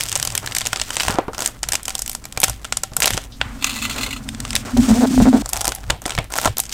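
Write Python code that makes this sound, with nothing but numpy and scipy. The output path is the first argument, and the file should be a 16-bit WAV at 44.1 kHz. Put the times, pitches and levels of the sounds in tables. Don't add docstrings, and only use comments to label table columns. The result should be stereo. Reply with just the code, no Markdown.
import sys
import numpy as np
from scipy import signal
from scipy.fft import rfft, irfft
from scipy.io import wavfile
from scipy.ndimage import uniform_filter1d

SR = 44100
rng = np.random.default_rng(int(sys.argv[2]) if len(sys.argv) > 2 else 0)


def wav_out(sig):
    wavfile.write(sys.argv[1], SR, np.round(np.clip(np.atleast_2d(sig).T, -1, 1) * 32767).astype(np.int16))


N = 296793

# (frequency [Hz], level [dB])
ROOM_SPECTRUM = [(22, 5.5), (60, -10.5), (250, -4), (400, -16), (1000, -23), (3000, -34), (9000, -33),
                 (11000, -31), (15500, -35), (16400, -60)]
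# (time [s], level near 50 Hz [dB], level near 100 Hz [dB])
RUMBLE_LEVELS = [(0.0, -46, -40.5), (0.3, -43.5, -34.5), (0.9, -42, -45), (2.1, -41.5, -49),
                 (3.5, -37.5, -43), (4.6, -34.5, -35.5), (5.4, -34.5, -42.5), (6.73, -44, -49.5)]
# (crest time [s], level [dB])
RUMBLE_SWELLS = [(1.1, -38), (1.69, -39.5), (2.5, -35), (3.15, -31.5), (3.45, -39), (4.8, -27), (4.93, -29),
                 (5.22, -18), (5.7, -45), (5.9, -34), (6.2, -32), (6.48, -29)]
# (time [s], hiss level [dB])
PEEL_STROKES = [
    [(0.0, -40), (0.2, -45), (0.37, -44.5), (0.72, -46.5), (0.98, -37.5), (1.05, -31.5), (1.15, -44),
     (1.2, -60), (1.33, -68)],
    [(1.335, -46), (1.45, -40), (1.57, -64), (1.87, -53), (2.17, -64.5), (2.45, -52.5), (2.99, -66),
     (3.06, -33.5), (3.22, -47.5), (3.3, -71)],
    [(5.425, -55.5), (5.6, -39), (5.7, -59), (5.84, -54), (6.0, -61)],
    [(6.02, -60), (6.15, -45), (6.285, -67)],
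    [(6.3, -51), (6.41, -29), (6.55, -63)],
    [(6.57, -39), (6.64, -83), (6.73, -37)],
]
# (frequency [Hz], level [dB])
HISS_SPECTRUM = [(880, -31.5), (1500, -3), (3340, 0.5), (4160, -1), (5180, 1), (5780, 1), (8290, 1.5),
                 (11200, -11.5), (15100, -9), (16400, -26)]
# (frequency [Hz], width [Hz], level [dB])
SHEET_MODES = [(262, 200, -12), (614, 58, -4.5), (770.5, 17, -2), (1050, 68, -5.5), (1355, 95, -5)]
# (time [s], crack level [dB], ring [Hz], dullness [dB], sheet jolt [dB])
GLUE_SNAPS = [(0.0085, -2.5, 5140, 4, -27), (0.0358, -10, 7900, -3, -36), (0.0867, -9.5, 4930, 4, -32),
              (0.0948, -10.5, 5050, -7, -35), (0.1172, -8, 7000, 4, -30), (0.127, -6, 6500, 0, -36),
              (0.1548, -3, 6480, 0, -17), (0.16, -3.5, 6400, -2, -12.5), (0.1753, -18, 7060, -9, -38),
              (0.199, -9, 7400, 1, -23), (0.2277, -5, 5760, 1, -18), (0.251, -9, 3010, -2, -19),
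              (0.2739, -4.5, 4730, 1, -17.5), (0.303, -14.5, 7320, -2, -25), (0.3228, -17, 8180, -5, -24),
              (0.3522, -0.5, 7400, 1.5, -20), (0.3776, -5, 8200, 0, -21), (0.4615, -10.5, 8000, -5, -36),
              (0.4743, -12.5, 1720, 12, -29), (0.5213, -16, 4640, 13, -35), (0.55, -2, 4600, -4, -30),
              (0.564, -13, 7440, -5, -34), (0.5669, -6.5, 8100, 4, -16), (0.5844, -6, 8330, -6, -30),
              (0.6006, -20, 7490, -4, -34), (0.609, -7.5, 7500, 3, -22), (0.6153, -8.5, 4600, 6, -19),
              (0.654, -11, 4730, 1, -17), (0.662, -9.5, 8200, 6, -22), (0.6696, -7, 7600, -3, -21),
              (0.7313, -1.5, 1420, 5.5, -11), (0.7602, -8, 4630, 7, -16.5), (0.7718, -14, 1250, 3, -32),
              (0.798, -11, 4280, 10, -22), (0.8155, -3.5, 3070, 6, -14.5), (0.8803, -30, 1460, 2, -38),
              (0.9054, -5.5, 3020, 0, -17.5), (0.933, -19, 4850, 1, -35), (0.9562, -10, 4640, 1, -33),
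              (0.9682, -1.5, 6160, 7, -10.5), (0.9994, -7.5, 4800, 15, -20), (1.0063, -3, 2950, 10, -15),
              (1.0335, -7, 5700, 7, -14), (1.0507, -14, 6270, 1, -14), (1.0828, 0, 1030, 6, -8.5),
              (1.1021, -16, 900, 16, -10), (1.156, -21, 3000, 4, -21), (1.1862, -15.5, 1030, 16.5, -4),
              (1.2825, -50, 1480, 14, -12.5), (1.333, -22, 1360, 0, -22), (1.3494, -22, 1400, 8, -24),
              (1.3812, -11, 1410, -2, -19), (1.391, -15.5, 895, 0, -16.5), (1.4054, -8.5, 1450, -1, -20),
              (1.4213, -10.5, 1380, -4, -13), (1.4284, -18, 940, -7, -19), (1.4606, -1.5, 8450, -1, -24),
              (1.4754, -8, 7400, -10, -33), (1.6318, -3, 830, -4, -26), (1.6387, -12.5, 1280, 9, -26),
              (1.6882, -3.5, 4050, -4.5, -17.5), (1.7209, -4, 6900, -0.5, -20), (1.7338, -4, 5200, -2, -14),
              (1.741, -9.5, 920, -1, -18), (1.7536, -3.5, 1470, 0, -17.5), (1.8315, -18, 8100, -13, -40),
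              (1.8546, -10, 8570, -9, -36), (1.8814, -7.5, 3010, 7, -16), (1.8941, -12, 7210, -8, -33),
              (1.9047, -11.5, 1420, 1, -24), (1.9525, -5.5, 5200, -3, -18), (1.981, -17, 7490, -12, -40),
              (1.9924, -8.5, 6750, -11, -21.5), (2.02, -8, 8100, -9, -26), (2.0613, -14, 6890, -7, -34),
              (2.0786, -13.5, 3000, -8, -31), (2.0961, -8, 7960, -8, -23), (2.1156, -16, 7280, -11, -35),
              (2.1312, -19, 7250, -6, -37), (2.1503, -10, 985, -11, -20.5), (2.241, -20, 2350, -1, -38),
              (2.2543, -15.5, 2350, -4, -24), (2.325, -16, 7400, -1, -33), (2.3749, -5.5, 2370, 4, -11.5),
              (2.4024, -8, 6500, -10, -21), (2.417, -12, 900, -1, -35), (2.4326, 3, 2280, 3.5, -6.5),
              (2.4381, 1, 8640, -8, -5), (2.4428, 2.5, 7600, 1, -19), (2.482, -9.5, 1390, 0, -14),
              (2.4973, -9.5, 920, -7, -17), (2.646, -14.5, 1300, 1, -26), (2.6507, -13, 1400, 7.5, -30),
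              (2.7246, -1.5, 1410, 0, -13.5), (2.7708, -5, 7050, -2, -18),
              (2.8352, -0.5, 7830, -1.5, -16.5), (2.9351, -20.5, 1380, -3, -35),
              (2.9671, -1, 1410, -5.5, -16), (3.0035, -4, 7700, -7, -19), (3.0215, 1, 4770, 5, -14),
              (3.028, -8, 6200, -10, -17), (3.0322, -6, 8160, -7, -18), (3.0365, -9, 2760, 2, -29),
              (3.0439, -4.5, 2840, 10, -10), (3.0577, 1, 4130, -3, -9.5), (3.0728, -4, 3900, 5, -6),
              (3.0783, -2.5, 4070, 4, -18), (3.1057, -3.5, 3490, 2, -10), (3.1276, -18, 5470, -7, -34),
              (3.135, -10.5, 3150, 9, -31), (3.1414, -17, 3400, 0, -32), (3.17, -16, 960, 2, -36),
              (3.1768, -6, 1440, 7.5, -13), (3.4139, -5, 1480, 17.5, -10.5), (3.6438, 0.5, 2680, 3, -16),
              (4.2896, -10, 3570, 2.5, -26), (4.3316, -35, 3500, 4, -34), (4.348, -18.5, 3530, 7, -32),
              (4.4031, -13, 3600, 0, -35), (4.451, -10, 1210, 5.5, -27), (4.4786, -24, 3600, 2, -30),
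              (4.5063, -6.5, 5200, 2.5, -28), (4.531, -9.5, 5960, 3, -22), (4.5538, 2.5, 3840, -2, -29),
              (4.563, -1.5, 3600, 1, -18), (5.4596, -13, 7400, -9, -17), (5.4912, -14, 5260, -16, -25),
              (5.498, -22, 5400, -13, -32), (5.5329, -2.5, 6900, -6, -16), (5.559, -19, 7900, 2, -19),
              (5.5668, -10, 6900, -3, -18), (5.573, -14, 5080, 0, -24), (5.609, -9.5, 885, -3, -16),
              (5.614, -9, 1380, -2, -16), (5.6451, -7.5, 3840, -5, -14), (5.6543, -5.5, 8790, -2, -12),
              (5.6709, -9, 8870, -1, -17), (5.6791, -3.5, 7040, -4, -10), (5.691, -12, 900, -3, -31),
              (5.7206, -6.5, 1490, 5, -19), (5.75, -20.5, 8400, -19, -41), (5.7595, -25, 1830, -5, -33),
              (5.9006, -5, 940, 5, -19), (5.9042, -0.5, 2930, 7, -7.5), (6.019, -24, 8600, -13, -24),
              (6.0405, -31, 9000, -8, -34), (6.0559, -11, 8700, 13, -15), (6.0621, -7.5, 9000, -7, -26),
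              (6.0797, -15, 2370, 0, -15), (6.0953, -11.5, 2300, 0, -17), (6.106, -11.5, 6070, 2, -20),
              (6.1206, -20.5, 2970, 19, -21), (6.1512, -14, 2270, 5, -22), (6.1786, -12.5, 1860, 17, -11),
              (6.1871, -6, 2220, 12.5, -10.5), (6.2427, -29, 2400, -5, -29), (6.304, -26, 1440, -12, -28),
              (6.323, -15, 6500, -9, -16.5), (6.338, -11, 960, 3, -17), (6.3562, -13, 900, 0, -14),
              (6.3637, -14, 1600, -10, -12), (6.3801, -11, 950, -16, -14), (6.386, -5, 1470, 5, -8),
              (6.4152, -15, 900, -7, -18), (6.4294, -16, 3320, -5, -17), (6.44, -22, 950, -3, -13),
              (6.448, -9, 990, 9, -14), (6.4564, -2.5, 1024, -3, -2), (6.4608, -9, 900, -1, -2),
              (6.4753, -12.5, 1760, 12, -2), (6.569, -24, 9000, -9, -26), (6.5831, -10, 7040, -8, -19),
              (6.5933, -8.5, 900, -1, -16), (6.6012, -4.5, 9250, -8.5, -28), (6.637, -18.5, 4890, 0, -28),
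              (6.6541, -20.5, 6450, -6, -39), (6.6652, -26, 6570, 0, -42), (6.6942, -16.5, 4820, -1, -35)]
# (frequency [Hz], level [dB])
CRACK_SPECTRUM = [(900, -18), (1500, -1), (2300, -2), (3000, 0), (4600, 1), (5500, -2), (8200, 0),
                  (10500, -4), (13000, -6), (15300, -10), (16400, -30)]
# (level [dB], gain per dullness [dB/dB], scatter [dB])
CRACK_BALANCE = [(-6, 0.56, 0.64), (-1.92, -0.22, 1.5), (-6, -0.84, 3.5)]
# (low edge [Hz], high edge [Hz], burst length [share of the tear],
# tail level [dB], tail decay [ms], room decay [ms])
CRACK_BANDS = [(1480, 3660, 0.31, -24.5, 5.2, 43), (5060, 8650, 0.35, -21.5, 2.74, 23.8),
               (9540, 15000, 0.14, -25, 2.3, 24)]
# (time [s], level [dB], pitch [Hz])
SHEET_FLAPS = [(1.077, -15.5, 71.5), (1.096, -12, 181), (1.146, -16, 203), (1.186, -3.5, 316),
               (1.282, -11, 317), (1.419, -20.5, 294), (1.68, -29, 60), (2.374, -20.5, 104),
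               (2.433, -21, 158), (2.918, -24, 105), (2.985, -21.5, 148), (3.041, -23, 250),
               (3.106, -19.5, 248), (3.145, -17, 140), (3.175, -24, 300), (4.545, -21, 70),
               (5.678, -9, 700), (5.901, -12, 55.6), (6.059, -13, 310), (6.185, -8, 124),
               (6.458, -4.5, 490)]
# (start [s], end [s], low edge [Hz], high edge [Hz], level [dB])
SOFT_BRUSHES = [(1.083, 1.28, 450, 1580, -28), (3.321, 3.374, 3160, 5500, -42),
                (3.405, 3.602, 800, 2100, -36.5), (5.527, 5.873, 666, 870, -35.5),
                (5.898, 5.993, 504, 950, -33), (6.2, 6.265, 1810, 2800, -41), (6.48, 6.54, 1500, 2600, -57)]
# (frequency [Hz], width [Hz], level [dB])
DESK_MODES = [(105, 26, -6.5), (220, 17.8, 0), (270, 20.6, -0.5)]
# (crest time [s], level [dB], pitch [Hz], swell [ms])
DESK_SHOVES = [(4.747, -9.5, 245.4, 9.5), (4.795, -1, 245, 13), (4.829, -9.5, 266.4, 17),
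               (4.891, -4.5, 238.2, 7.3), (4.911, -0.5, 222.8, 7.2), (4.926, -2.5, 222.3, 5.8),
               (4.987, -7, 243, 15), (5.037, -1.5, 239.5, 8.1), (5.073, -9.5, 260.1, 9),
               (5.109, -7.5, 235, 2), (5.142, -7, 253.6, 6), (5.186, -3, 255.6, 19), (5.225, 3, 233.8, 4),
               (5.265, -5, 250, 3.2), (5.285, 0, 256.7, 12.3), (5.346, 0.5, 248.7, 5.1),
               (5.365, -5.5, 256, 2.9), (5.4, -23, 242, 7)]
# (time [s], hiss level [dB])
SLIDE_STROKES = [
    [(3.3, -57), (3.6, -47), (3.8, -39.5), (4.0, -36), (4.24, -50), (4.5, -40.5), (4.645, -44.5)],
    [(4.65, -34), (4.765, -44.5)],
    [(4.77, -32), (4.93, -26.5), (5.12, -34.5), (5.22, -30), (5.32, -38), (5.42, -32)],
]
# (time [s], level [dB])
RATTLE_LEVELS = [(3.6, -44), (3.68, -26.5), (3.808, -31.5), (3.938, -28), (4.22, -61)]
# (time [s], level [dB], favoured ring [Hz])
TOOTH_SLIPS = [(3.59, -37, 1420), (3.61, -36, 3730), (3.624, -19, 3640), (3.6427, -10.5, 2640),
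               (3.6657, -17, 2660), (3.706, -23, 2460), (3.731, -40, 2480), (3.7625, -29, 2750),
               (3.788, -26, 2570), (3.8229, -14.5, 2580), (3.8509, -14, 2700), (3.8962, -20, 2100),
               (3.8962, -23, 2960), (3.909, -19.5, 1340), (3.94, -37, 4000), (3.982, -17, 2490),
               (4.0096, -16.5, 4290), (4.032, -12, 4180), (4.0625, -16.5, 2140), (4.0893, -27, 2720),
               (4.1076, -18.5, 2220), (4.1284, -17.5, 2840), (4.163, -23, 1290)]
# (frequency [Hz], width [Hz], level [dB])
HOUSING_MODES = [(1250, 410, -3.5), (2012, 48, 3), (2630, 230, 3), (3030, 49, 1), (3410, 320, -2),
                 (4230, 210, 1), (4900, 170, -12), (5900, 94, -8), (7000, 810, -11)]
# (start [s], end [s], first slip rate [Hz], last slip rate [Hz], first level [dB], last level [dB])
FINGER_JUDDERS = [(4.767, 4.807, 187.4, 206, -10, -24), (4.885, 4.922, 101.3, 110, -12, -8.5),
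                  (4.947, 4.986, 217, 266, -16, -16), (5.007, 5.055, 260.5, 208, -12.5, -5.5),
                  (5.201, 5.231, 139.6, 190, -3.5, -19), (5.255, 5.291, 125.3, 228, -6, -10.5),
                  (5.329, 5.374, 157, 260, -6, -14), (5.421, 5.422, 233, 185.2, -17, -17)]
# (time [s], level [dB])
FINGER_SLIPS = [(5.143, -16), (5.177, -5), (5.382, -15)]
# (frequency [Hz], width [Hz], level [dB])
PAGE_MODES = [(414, 300, 3), (747, 140, 6), (930, 120, 0), (1480, 260, -3.5), (2970, 1900, -7.5)]


def undb(db):
    return 10 ** (np.asarray(db) / 20)


def unit(x):
    return x / np.sqrt(np.mean(x ** 2))


def noise():
    return rng.standard_normal(N)


def curves(table):
    times, *columns = np.transpose(table)
    t = np.arange(N) / SR
    return [np.interp(t, times, column) for column in columns], (t >= times[0]) & (t <= times[-1])


def colour(x, spectrum):
    hz, db = np.transpose(spectrum)
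    log_hz = np.log(np.fft.rfftfreq(8192, 1 / SR) + 1)
    cepstrum = irfft(np.interp(log_hz, np.log(hz), db) * np.log(10) / 20)
    cepstrum[1:4096] *= 2
    cepstrum[4097:] = 0
    response = irfft(np.exp(rfft(cepstrum)))[:4096]
    return signal.fftconvolve(x, response / np.sqrt(np.sum(response ** 2)))[:N]


def band(x, lo_hz, hi_hz, order=2):
    sos = signal.butter(order, [lo_hz, hi_hz], "band", fs=SR, output="sos")
    return signal.sosfilt(sos, x) * np.sqrt(SR / 2 / (hi_hz - lo_hz))


def ring(x, modes):
    return sum((-1) ** k * undb(db) * signal.lfilter(*signal.iirpeak(hz, hz / width, SR), x)
               for k, (hz, width, db) in enumerate(modes))


def impulses(times, gains):
    return np.bincount(np.minimum((np.asarray(times) * SR).astype(int), N - 1), gains, N)


def decay(x, ms):
    return signal.lfilter([1], [1, -np.exp(-1000 / (ms * SR))], x)


def wander(rate_hz):
    hold = int(SR / rate_hz)
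    steps = np.repeat(rng.standard_normal(N // hold + 1), hold)
    return unit(uniform_filter1d(steps, hold)[:N])


def grains(per_s, spread_db, ms):
    sizes = undb(spread_db * np.minimum(rng.exponential(size=N), 3))
    return unit(decay(sizes * (rng.random(N) < per_s / SR), ms))


def bursts(times, gains, lengths_ms):
    out, t_ms = np.zeros(N + SR), np.arange(SR // 50) * 1000 / SR
    for start, gain, ms in zip(times, gains, lengths_ms):
        out[int(start * SR):][:len(t_ms)] += gain * np.exp(-(t_ms / ms) ** 2)
    return uniform_filter1d(out[:N], size=14)


def pings(times, gains, pitches_hz, decays_ms):
    out, t = np.zeros(N + SR), np.arange(SR // 30) / SR
    for start, gain, hz, ms in zip(times, gains, pitches_hz, decays_ms):
        out[int(start * SR):][:len(t)] -= gain * np.sin(2 * np.pi * hz * t) * np.exp(-1000 * t / ms)
    return out[:N]


def paper_hiss(strokes, grain_db, fizz_db):
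    ticks = undb(grain_db) * grains(per_s=320, spread_db=5, ms=0.35)
    hiss = unit(colour(noise(), HISS_SPECTRUM)) + undb(fizz_db) * band(noise(), 7900, 15500)
    hiss *= undb(2.9 * wander(rate_hz=60)) * (1 + ticks)
    rustle = unit(band(noise(), 230, 1660)) + undb(-6) * unit(ring(noise(), SHEET_MODES))
    rustle *= undb(-45.5 + 3.55 * wander(rate_hz=40)) * (1 + 0.45 * ticks)
    out = 0
    for stroke in strokes:
        (db,), gate = curves(stroke)
        follow_db = 0.6053 * (db + 44)
        out += gate * (hiss * undb(db) + rustle * undb(follow_db))
    return out


def room_tone():
    (low_db, high_db), _ = curves(RUMBLE_LEVELS)
    t = np.arange(N) / SR
    swell = sum(undb(db) * np.exp(-((t - crest) / 0.037) ** 2) for crest, db in RUMBLE_SWELLS)
    low = (undb(low_db) + swell) * unit(band(noise(), 37.8, 57.6))
    high = (undb(high_db) + undb(0.5) * swell) * unit(band(noise(), 89, 128.3))
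    return undb(-44) * unit(colour(noise(), ROOM_SPECTRUM)) + low + high


def glue_peel():
    return paper_hiss(PEEL_STROKES, grain_db=3, fizz_db=-17.5)


def glue_snaps():
    times, crack_db, ring_hz, dull_db, jolt_db = np.transpose(GLUE_SNAPS)
    *level_luck, length_luck = rng.standard_normal((len(times), 4)).T
    levels_db = [crack_db + db + tilt * dull_db + scatter_db * luck
                 for (db, tilt, scatter_db), luck in zip(CRACK_BALANCE, level_luck)]
    tear_ms = np.clip((3.07 - 0.03 * (jolt_db - crack_db)) * np.exp(0.33 * length_luck), 0.5, 8)
    sharpness = np.minimum(1.41 / tear_ms, 1) ** 2.55
    crack = colour(noise(), CRACK_SPECTRUM)
    out = 0
    for db, (lo_hz, hi_hz, share, tail_db, tail_ms, room_ms) in zip(levels_db, CRACK_BANDS):
        jerks = impulses(times, undb(db))
        lead_in = undb(-17) * decay(jerks[::-1], ms=0.83)[::-1]
        burst = bursts(times, undb(db), share * tear_ms)
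        desk_echo = 0.073 * np.roll(burst, int(0.00252 * SR))
        tail = undb(tail_db) * (decay(jerks, tail_ms) + undb(-12) * decay(jerks, room_ms))
        out += unit(band(crack, lo_hz, hi_hz, order=3)) * (lead_in + 0.42 * burst + desk_echo + tail)
        click = band(impulses(times, sharpness * undb(db)), lo_hz, hi_hz, order=3)
        out -= 0.8 * np.sqrt(SR / 2 / (hi_hz - lo_hz)) * click
    mid_db, high_db, _ = levels_db
    is_low = ring_hz < 5000
    ring_db = np.where(is_low, mid_db, high_db) - 7
    return out + pings(times, undb(ring_db), ring_hz, decays_ms=np.where(is_low, 2.6, 1.3))


def sheet_jolts():
    times, *_, jolt_db = np.transpose(GLUE_SNAPS)
    tugs = -uniform_filter1d(impulses(times, undb(jolt_db)), size=9)
    shake = decay(tugs, ms=3.94) * noise()
    return 3.48 * band(tugs, 434, 1310) + 24.4 * ring(tugs + 0.13 * shake, SHEET_MODES)


def sheet_flaps():
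    swings, t = np.zeros(N + SR), np.arange(SR // 8) / SR
    for start, db, hz in SHEET_FLAPS:
        swing = np.sin(2 * np.pi * hz * t) * np.exp(-t * hz / 0.7)
        swings[int(start * SR):][:len(t)] += undb(db + 1) * swing
    times, levels_db, _ = np.transpose(SHEET_FLAPS)
    flutter = decay(impulses(times, undb(levels_db - 11)), ms=14.3) * unit(band(noise(), 286, 860))
    return swings[:N] + flutter


def brushes():
    out, t = 0, np.arange(N) / SR
    for start, end, lo_hz, hi_hz, db in SOFT_BRUSHES:
        progress = (t - start) / (end - start)
        gate = (progress > 0) & (progress < 1)
        out += undb(db) * band(noise(), lo_hz, hi_hz) * gate * (1 - 0.93 * progress)
    return out


def desk_boom():
    hands_on_s, hands_off_s, settle_s = 3.24, 5.42, 0.45
    t = np.arange(N) / SR
    crests, crest_db, _, _ = np.transpose(DESK_SHOVES)
    resting = undb(-35.5) * np.clip((t - hands_on_s) / settle_s, 0, 1)
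    after_shove = decay(impulses(crests, undb(crest_db - 15.5)), ms=32)
    drive = ring(noise(), [(236, 89, 0)]) + 0.068 * noise()
    out = (resting + after_shove) * unit(ring(drive, DESK_MODES))
    for crest, db, hz, swell_ms in DESK_SHOVES:
        near = slice(int((crest - 0.08) * SR), int((crest + 0.12) * SR))
        x = (t[near] - crest) * 1000 / swell_ms
        swell = np.where(x < 0, np.exp(-x ** 2 / 2), 1 / np.cosh(x / 0.96))
        out[near] += undb(db - 2.5) * swell * np.sin(2 * np.pi * (hz * t[near] + rng.random()))
    return out * ((t > hands_on_s) & (t < hands_off_s))


def slides():
    return paper_hiss(SLIDE_STROKES, grain_db=-12.5, fizz_db=-30)


def tape_roller():
    (rattle_db,), gate = curves(RATTLE_LEVELS)
    times, slip_db, ring_hz = np.transpose(TOOTH_SLIPS)
    teeth = uniform_filter1d(decay(impulses(times, undb(slip_db + 4.5)), ms=8.9), size=60)
    grit = noise()
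    rattle = gate * undb(rattle_db + 5.5) * (0.38 + grains(per_s=140, spread_db=4.5, ms=2.3))
    knocks = grit * (rattle + teeth)
    tape_hiss = undb(-19) * band(knocks, 4300, 9900) + undb(-26.5) * band(knocks, 9700, 14000)
    rings = pings(times, undb(slip_db - 6), ring_hz, decays_ms=np.full_like(times, 7))
    return ring(knocks, HOUSING_MODES) + tape_hiss + rings


def finger_groans():
    lone_times, lone_db = np.transpose(FINGER_SLIPS)
    slips = -impulses(lone_times, undb(lone_db))
    for start, end, first_hz, last_hz, first_db, last_db in FINGER_JUDDERS:
        time = start
        for gap_luck, level_luck in rng.standard_normal((40, 2)):
            progress = (time - start) / (end - start)
            if progress > 1:
                break
            slips[int(time * SR)] -= undb(first_db + progress * (last_db - first_db) + 0.6 * level_luck)
            time += np.exp(0.05 * gap_luck) / (first_hz + progress * (last_hz - first_hz))
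    return 20.2 * ring(uniform_filter1d(slips, size=15), PAGE_MODES)


def scene():
    mono = glue_snaps() + sheet_jolts() + sheet_flaps() + glue_peel()
    mono += slides() + brushes() + tape_roller()
    mono += finger_groans() + desk_boom() + room_tone()
    return np.array([mono, mono])


def record(dry):
    lowpass = signal.ellip(12, 0.3, 90, 16300, fs=SR, output="sos")
    return signal.sosfilt(lowpass, np.clip(dry, -1, 1))


dry = scene()
out = record(dry)
wav_out(out)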